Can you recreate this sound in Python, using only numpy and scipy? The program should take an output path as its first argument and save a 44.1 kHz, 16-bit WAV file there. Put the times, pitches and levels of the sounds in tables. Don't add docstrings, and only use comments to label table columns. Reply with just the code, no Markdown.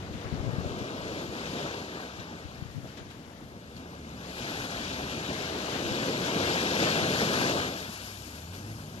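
import sys
import numpy as np
from scipy import signal
from scipy.fft import rfft, irfft, next_fast_len
from scipy.io import wavfile
from scipy.ndimage import uniform_filter1d, map_coordinates

SR = 44100
rng = np.random.default_rng(int(sys.argv[2]) if len(sys.argv) > 2 else 0)


def amp(db):
    return 10 ** (np.asarray(db, float) / 20)


def write(x):
    x = np.atleast_2d(x).T
    wavfile.write(sys.argv[1], SR, np.round(np.clip(x, -1, 1) * 32767).astype(np.int16))


N = 396900

# frequency in Hz, level in dB per Hz.
FAR_SEA_COLOUR = [(20, -32), (45, -7), (80, -3), (130, 0), (250, -1.5), (500, -16.5), (1500, -23),
                  (6000, -31), (14000, -37)]
# time in seconds, level in dB.
FAR_SEA_LEVEL = [(0, -47), (2.5, -48.5), (4, -46.5), (7.6, -47.5), (8.1, -50.5), (9, -43.5)]
# time in seconds, low hum in Hz, its level in dB, high hum in Hz, its level
# in dB.
ENGINE_HUMS = [(0, 71.2, -62, 95.07, -43), (.5, 72.7, -62, 94.5, -67), (3.8, 72, -69, 94, -68),
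               (4.1, 72.4, -54, 94, -64), (4.45, 73, -62, 94.2, -64), (4.7, 73.2, -69, 94.2, -55),
               (5, 73.4, -53, 94.3, -54.5), (5.5, 73.9, -63, 94.5, -52.5), (5.85, 74, -53.5, 96, -57),
               (6.15, 74, -68, 97, -58), (6.45, 74, -51, 97.6, -47), (7, 74.3, -70, 97.8, -47),
               (7.6, 75, -55, 98, -53), (7.9, 68.3, -66, 98.3, -53), (8.05, 64, -58, 98.4, -51),
               (8.4, 63.8, -70, 98.6, -49.5), (9, 70, -62, 99.8, -49)]
# time in seconds, firing rate in Hz, level in dB.
ENGINE_REV = [(8.05, 60.4, -83), (8.2, 63.1, -59), (8.35, 74, -50), (8.47, 83.7, -47), (8.6, 96.7, -47.5),
              (8.7, 106, -48), (8.77, 111.4, -47), (8.84, 114.4, -64), (8.95, 114, -80)]
# multiple of the firing rate, level in dB.
REV_OVERTONES = [(1, -1), (2, -13.5), (3, -14)]
# start in seconds, end in seconds, pitch in Hz, level in dB.
BOAT_DRONES = [
    (1.498, 2.65, 306.6, -52.5),
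    (4.096, 4.45, 182, -47.5),
    (6.93, 7.333, 146, -41),
    (8.8, 8.95, 150.5, -43),
]
# time in seconds, gust level in dB.
WIND_GUSTS = [(0, -46), (.47, -34), (.85, -50), (1.5, -51), (1.9, -79), (2.25, -51), (2.75, -47.5),
              (3.1, -56.5), (3.6, -56), (4.1, -70), (4.7, -59), (5.3, -78), (5.9, -66), (6.4, -58),
              (7.4, -49), (7.9, -76), (8.85, -80), (9, -55)]
# frequency in Hz, level in dB per Hz.
WIND_COLOUR = [(15, -34), (40, -5.5), (90, 4), (160, -6.5), (300, -20.5), (600, -20), (2000, -37),
               (5000, -46.5), (9000, -70)]
# time in seconds, peak level in dB, length in seconds.
WIND_EDDIES = [(0.153, -29, .017), (0.259, -31, .017), (0.328, -19, 0.0098), (.34, -23, .008),
               (0.355, -23, .009), (0.375, -32, .008), (0.434, -25, .007), (.443, -21, .008),
               (.459, -23, .012), (.479, -19.5, 0.024), (.493, -18.5, .01), (.511, -26, .009),
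               (.535, -22.5, .018), (0.563, -28, .008), (.575, -27, .007), (.587, -16, .008),
               (.596, -29, .007), (0.605, -24, .006), (.624, -30, .008), (.661, -24, .012),
               (0.718, -29, .022), (.745, -31, .012), (.772, -32, .01), (.818, -26, 0.013),
               (0.842, -32.5, .01), (1.293, -34, .021), (2.196, -33, .02), (2.592, -34, .011),
               (2.626, -21.5, 0.0077), (2.659, -29, .013), (2.765, -24.5, 0.025), (2.783, -21, 0.01),
               (2.804, -33, .01), (2.84, -31, .015), (3.017, -32, .012), (3.442, -37, .011),
               (5.861, -29, 0.018), (5.919, -25.5, .014), (7.029, -28, .017), (7.406, -26, 0.013)]
# time in seconds, pitch in Hz, peak level in dB.
FALLING_DROPS = [
    (3.764, 4470, -38),
    (4.091, 6500, -44),
]
# time of widest spread in seconds, level in dB, spreading time in seconds, drying in dB per second.
FROTH_SHEETS = [
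    (1.2, -64, 0.43, 19),
    (2.8, -67, 0.62, 1),
    (4.4, -62.5, 0.27, 17),
    (7.5, -52.5, 0.62, 19),
    (8.15, -55.5, 0.44, 6.5),
]
# time in seconds, power of the tumbling breaker in dB, amount of spray in dB.
SURF_LEVELS = [(0, -45, -53.5), (.6, -39, -51.5), (1.0, -39, -48), (1.65, -40.5, -45), (2.5, -49.5, -56),
               (3.45, -53, -61.5), (3.8, -49.5, -58.5), (4.16, -50.5, -55), (4.43, -42.5, -42),
               (5.1, -41, -43.5), (5.75, -36.5, -41), (6.4, -32, -37), (6.85, -32.5, -35),
               (7.47, -30.5, -35.5), (7.72, -39, -43), (7.97, -52.5, -49), (8.5, -54, -55),
               (9, -49.5, -55.5)]
# time in seconds, peak level in dB.
WATER_SLAPS = [(0.1236, -38), (0.3426, -52), (0.7816, -32), (1.1742, -35), (1.258, -41), (1.4536, -28),
               (2.1939, -33), (2.6988, -51), (2.8699, -36), (2.9700, -29.5), (3.1, -34), (3.7638, -39.5),
               (4.0911, -52), (4.4184, -42), (4.6379, -31), (4.7032, -27), (5.2724, -52), (5.6865, -38),
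               (6.1165, -42), (6.2412, -26), (6.4333, -31), (6.79, -19), (6.8189, -17), (6.8448, -39),
               (6.965, -27), (7.1806, -32), (7.33, -16), (7.6685, -27), (8.535, -35)]
# time in seconds, peak level in dB.
CREST_THUDS = [(.84, -35), (.98, -37), (1.1, -29), (6.2, -28), (1.21, -31), (1.54, -25.5), (1.64, -25.5),
               (1.94, -33), (2.84, -32.5), (2.97, -33), (4.48, -29.5), (4.8, -29), (5.05, -39), (5.28, -27),
               (5.75, -28), (6.35, -23), (6.81, -18.5), (6.96, -18.5), (7.21, -18.5), (8.54, -37.5)]
# frequency in Hz, level in dB per Hz.
BOOM_COLOUR = [(30, -33), (70, -15), (150, -1.5), (300, 0), (520, -2), (800, -9.5), (1300, -11.5),
               (2500, -71)]
ROAR_COLOUR = [(200, -27), (500, -7), (800, 0.5), (1400, -1.5), (2000, 1), (3200, -17), (6000, -65)]
HISS_COLOUR = [(700, -33), (1500, -0.5), (2300, -3), (3800, -1.5), (5500, -6), (7500, -10), (11000, -19.5)]
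FOAM_COLOUR = [(2000, -46.5), (4500, 1), (7000, -1.5), (10000, -0.5), (14000, 4)]
# time in seconds, delay of the right port in microseconds, spread from 0 to 1.
SHORE_BEARING = [(0, 240, .95), (.35, 240, .9), (.55, 236, .6), (.9, 250, .3), (1.1, 232, .25),
                 (1.4, 229, .55), (2.05, 222, .3), (2.55, 228, .5), (2.75, 228, 1), (3.35, 236, 1),
                 (3.5, 234, .5), (3.7, 246, .5), (4.1, 248, .2), (4.25, 228, .65), (4.45, 222, .4),
                 (5.3, 228, .5), (5.5, 230, .75), (5.75, 230, .7), (5.9, 235, .45), (6.9, 233, .45),
                 (7.25, 219, 0), (7.5, 221, .2), (7.65, 228, .3), (7.9, 217, .05), (8.2, 232, .5),
                 (9, 232, .5)]
# frequency in Hz, level in dB, likeness from 0 to 1, phase lag in radians.
RIGHT_PORT = [(30, -.4, .998, 0), (250, -.7, .993, 0), (450, -1, .98, -.02), (620, .8, .94, .11),
              (800, -2, .89, .56), (1290, -8.5, .76, .18), (1500, -7, .77, -.3), (1650, -4.5, .84, .1),
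              (1800, -1.6, .95, .3), (1980, -1, .975, .31), (2150, -1.6, .96, .33), (2400, -4.6, .85, .6),
              (3000, -7, .7, 1.8), (4000, -9.3, .62, 2.4), (4500, -11.5, .3, 2.4), (7200, -31, .02, 3.2)]
# frequency in Hz, level in dB.
MICROPHONE = [(20, 1), (1700, -0.5), (1980, -2.5), (2300, -0.5), (7300, 0), (7800, -5.5), (9300, -7.5),
              (11500, -4.5), (14000, -11.5)]
# frequency in Hz, left step as a share of the band's rms,
# right step likewise, step of the weaker of mid and side in dB under the stronger.
ROUNDING_STEPS = [(60, .03, .03, 17), (200, .03, .03, 14), (500, .06, .06, 19), (1000, .17, .2, 14),
                  (1500, .2, .4, 4), (1950, .28, .5, .5), (2400, .28, .6, 0), (4000, .29, .85, 8),
                  (5000, .36, 1.7, 8), (6000, .4, 2.5, 8), (7300, .5, 2.6, 8), (7700, 1.05, 2.6, 8),
                  (11500, .8, 2.6, 8), (12800, 1.3, 2.9, 8)]
BAND_EDGES = np.r_[0:40:4, 40:104:8, 104:144:12, 156, 176, 196, 216, 240, 264, 292, 320:609:32]


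def unit(x):
    return x / np.sqrt(np.mean(x ** 2) + 1e-20)


def along(points, hz, column=1):
    table = np.transpose(points)
    return np.interp(np.log(hz + 1), np.log(table[0] + 1), table[column])


def curves(rows):
    s, *columns = np.transpose(rows)
    return [np.interp(np.arange(N) / SR, s, c) for c in columns]


def wobble(rate):
    coarse = np.arange(0, N + 64, 64)
    knots = rng.standard_normal(int(N * rate / SR) + 4)
    return np.interp(np.arange(N), coarse, map_coordinates(knots, [coarse * rate / SR]))


def filtered(x, response):
    m = next_fast_len(N + 8192, real=True)
    return irfft(rfft(x, m) * response(np.fft.rfftfreq(m, 1 / SR)), m)[..., :N]


def rush(colour, patchy_db, grains=0):
    noise = rng.standard_normal((2, N)) + grains
    z = signal.stft(noise.astype(np.float32), nperseg=512)[2]
    field = uniform_filter1d(rng.standard_normal(z.shape[1:]), size=9, axis=0)
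    field = uniform_filter1d(field, size=8, axis=1)
    patches = amp(patchy_db * unit(field)).astype(np.float32)
    pair = signal.istft(z * patches, nperseg=512)[1][:, :N]
    return unit(filtered(pair, lambda hz: amp(along(colour, hz))))


def bubbles(count, hz, spread, cycles, scatter_db):
    when = rng.random((2, count, 1))
    size = np.minimum(rng.exponential(1, (count, 1)), 3)
    pitch = np.clip(hz * np.exp(spread * rng.standard_normal((count, 1))), hz / 2, 13000)
    steps = np.arange(int(2 * cycles * SR / hz) + 1)
    age = steps / SR * pitch / cycles
    tone = np.sin(2 * np.pi * cycles * age * (1 + .1 * age))
    ring = amp(scatter_db * size) * tone * age * np.exp(-4 * age)
    spots = (when * N).astype(int) + steps
    return unit(np.array([np.bincount(s.ravel(), ring.ravel(), N + SR)[:N] for s in spots]))


def bumps(events, gain_db, rise, fall):
    kicks, t = np.zeros(N), np.arange(SR // 4) / SR
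    for s, db in events:
        kicks[round(s * SR)] = amp(db + gain_db)
    shape = (1 - np.exp(-t / rise)) * np.exp(-t / fall)
    return np.abs(signal.fftconvolve(kicks, shape)[:N])


def turning(hz):
    return 2 * np.pi * np.cumsum(hz) / SR


def far_sea():
    level_db, = curves(FAR_SEA_LEVEL)
    return amp(level_db + 1.5 * wobble(1.23)) * rush(FAR_SEA_COLOUR, patchy_db=2.0)


def hums():
    low_hz, low_db, high_hz, high_db = curves(ENGINE_HUMS)
    low = amp(low_db + 7.0 + 2.9 * wobble(4.8)) * np.sin(turning(low_hz + 2.2 * wobble(9)))
    high = amp(high_db + 2.0 + 2.6 * wobble(3.7)) * np.sin(turning(high_hz + 0.34 * wobble(3.14)))
    return low + high


def rev():
    rev_hz, rev_db = curves(ENGINE_REV)
    firing = turning(rev_hz * (1 + 0.014 * wobble(25)))
    tones = sum(amp(db + 2.5 * wobble(12)) * np.sin(k * firing) for k, db in REV_OVERTONES)
    return amp(rev_db + 6.5) * tones


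def drones():
    out, t = np.zeros(N), np.arange(N) / SR
    for start, end, hz, db in BOAT_DRONES:
        swell = np.sin(np.pi * np.clip((t - start) / (end - start), 0, 1)) ** .5
        out += amp(db) * swell * np.sin(turning(hz + 3 * wobble(9)))
    return out


def buffeting():
    gust_db, = curves(WIND_GUSTS)
    lumps = amp(3.6 * wobble(30))
    return amp(gust_db) * unit(lumps * rush(WIND_COLOUR, patchy_db=-3.5)[0])


def eddies():
    out, t = np.zeros(N + SR), np.arange(-4000, 4000) / SR
    for (s, db, length), (phase, sag, odd) in zip(WIND_EDDIES, rng.random((len(WIND_EDDIES), 3))):
        hz = (120 + 0.2 / length) * (1 + 0.09 * (2 * odd - 1))
        swing = np.cos(2 * np.pi * (.9 * hz * t * (1 - 4 * sag * t) + phase))
        swing = swing - 0.3 * (2 * swing ** 2 - 1)
        out[round(s * SR):][:len(t)] += amp(db - 1.0) * np.exp(-(t / (0.51 * length)) ** 2) * swing
    return filtered(out[4000:N + 4000], lambda hz: (1j * hz / (1j * hz + 40)) ** 2)


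def drips():
    out, t = np.zeros(N), np.arange(900) / SR
    for s, hz, db in FALLING_DROPS:
        swell = np.sin(np.pi * np.clip(t / 0.0043, 0, 1))
        out[round(s * SR):][:len(t)] += amp(db) * np.sin(2 * np.pi * hz * t * (.9 + 25 * t)) * swell
    return out


def froth():
    out, t = np.zeros(N), np.arange(N) / SR
    for s, db, spreading, drying in FROTH_SHEETS:
        before, after = np.minimum(t - s, 0), np.maximum(t - s, 0)
        out += amp(db - 10 * (before / spreading) ** 2 - drying * after)
    return out


def foam(spray_db, tumble, slaps):
    fresh = amp(-10.5 + 1.077 * spray_db)
    flutter = amp(14 + tumble + .6 * wobble(6) + .9 * wobble(22))
    grains = .3 * bubbles(count=9000, hz=9240, spread=.3, cycles=3, scatter_db=3.0)
    return rush(FOAM_COLOUR, 1.4, grains) * (np.hypot(fresh, froth()) * flutter + amp(-12) * slaps)


def hiss(spray_db, tumble, slaps):
    grains = .3 * bubbles(count=9000, hz=3835, spread=0.498, cycles=5, scatter_db=1.5)
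    return rush(HISS_COLOUR, .8, grains) * (amp(spray_db + 7 + tumble + .6 * wobble(9)) + slaps)


def roar(breaker_db, spray_db, tumble):
    roar_db = -8.5 + 0.32 * breaker_db + .55 * spray_db
    slaps = bumps(WATER_SLAPS, gain_db=-20.5, rise=0.0084, fall=0.027)
    grains = 0.27 * bubbles(count=4000, hz=1199, spread=.5, cycles=6.9, scatter_db=1.5)
    return rush(ROAR_COLOUR, 1.3, grains) * (amp(roar_db + 5.5 + tumble + 1.2 * wobble(11)) + slaps)


def boom(breaker_db, tumble):
    thuds = bumps(CREST_THUDS, gain_db=-3.5, rise=.008, fall=0.028)
    return rush(BOOM_COLOUR, patchy_db=0.84) * np.hypot(amp(breaker_db + 1.5 + tumble), thuds)


def surf():
    breaker_db, spray_db = curves(SURF_LEVELS)
    tumble = 0.2 * wobble(5.4) + .5 * wobble(16)
    slaps = bumps(WATER_SLAPS, gain_db=-13.0, rise=0.0035, fall=0.019)
    deep = boom(breaker_db, tumble) + roar(breaker_db, spray_db, tumble)
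    return deep + hiss(spray_db, tumble, slaps) + foam(spray_db, tumble, slaps)


def scene():
    shared, own = far_sea() + surf()
    shared_and_boats = shared + hums() + rev() + drones() + drips()
    delay, spread = curves(SHORE_BEARING)
    alike = lambda hz: np.clip(along(RIGHT_PORT, hz, column=2), 0, 1)
    shade = lambda hz: amp(along(RIGHT_PORT, hz))
    lean = np.clip(spread * amp(1.3 * wobble(14)), 0, 1) * np.pi / 2.5
    treble = lambda hz: hz ** 4 / (hz ** 4 + 1100 ** 4)
    shared_high, own_high = filtered(np.array([shared, own]), treble)
    heard = shared_and_boats + (np.cos(lean) - 1) * shared_high + np.sin(lean) * own_high
    lag = (delay + 4 * wobble(9)) * SR / 10 ** 6
    late = map_coordinates(heard, [np.arange(N) - lag], mode="nearest")
    turn = lambda hz: np.exp(-1j * along(RIGHT_PORT, hz, column=3))
    right = filtered(late, lambda hz: shade(hz) * alike(hz) * turn(hz))
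    right = right + filtered(own, lambda hz: shade(hz) * np.sqrt(1 - alike(hz) ** 2))
    left = shared_and_boats + buffeting() + eddies()
    return np.array([left, right])


def coarse_rounding(x, pair_db, scatter_db):
    frame, lead = 1024, 1355
    n, k = np.arange(2 * frame)[:, None] + .5, np.arange(BAND_EDGES[-1]) + .5
    basis = np.sin(np.pi * n / (2 * frame)) * np.cos(np.pi / frame * (n + frame / 2) * k)
    basis, x = basis.astype(np.float32), x.astype(np.float32)
    blocks = np.pad(x, ((0, 0), (lead, 2 * frame + -(N + lead) % frame))).reshape(2, -1, frame)
    lines = np.concatenate([blocks[:, :-1], blocks[:, 1:]], axis=2) @ basis
    widths = np.diff(BAND_EDGES)
    rms = lambda v: np.sqrt(np.add.reduceat(v ** 2, BAND_EDGES[:-1], axis=2) / widths + 1e-20)
    wide = lambda v: np.repeat(v, widths, axis=-1)
    swap = lambda v: np.einsum("ab,bfk->afk", np.array([[1, 1], [1, -1]]) / np.sqrt(2), v)
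    hz = (BAND_EDGES[:-1] + widths / 2) * SR / (2 * frame)
    left, right, starve_db = (along(ROUNDING_STEPS, hz, column=c) for c in range(1, 4))
    paired = swap(lines)
    gap = rms(paired) / rms(paired)[::-1]
    joint = wide(gap.max(axis=0) > amp(pair_db))
    joint_share = wide(np.where(gap < 1, amp(-starve_db) / gap, left))
    share = np.where(joint, joint_share, wide(np.array([left, right])[:, None]))
    rounded = np.where(joint, paired, lines)
    scatter = amp(scatter_db * (1 + (hz > 7400)) * (rng.exponential(1, gap.shape) - 1))
    step = share * wide(rms(rounded) * scatter)
    rounded = np.sign(rounded) * np.floor(np.abs(rounded / step) ** .75 + .4054) ** (4 / 3) * step
    rounded = rounded * ~(joint & (share > 3.1))
    lines = np.where(joint, swap(rounded), rounded)
    halves = (lines.astype(np.float32) @ basis.T * 2 / frame).reshape(2, -1, 2, frame)
    out = halves[:, 1:, 0] + halves[:, :-1, 1]
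    return out.reshape(2, -1)[:, lead - frame:][:, :N]


def low_pass(x):
    return signal.sosfilt(signal.butter(12, 13610, fs=SR, output="sos"), x)


def record(dry):
    mix = filtered(dry, lambda hz: amp(along(MICROPHONE, hz)))
    mix = mix + amp(-77) * rng.standard_normal(dry.shape)
    mix = coarse_rounding(mix, pair_db=6.5, scatter_db=2.6)
    return low_pass(mix)


dry = scene()
out = record(dry)
write(out)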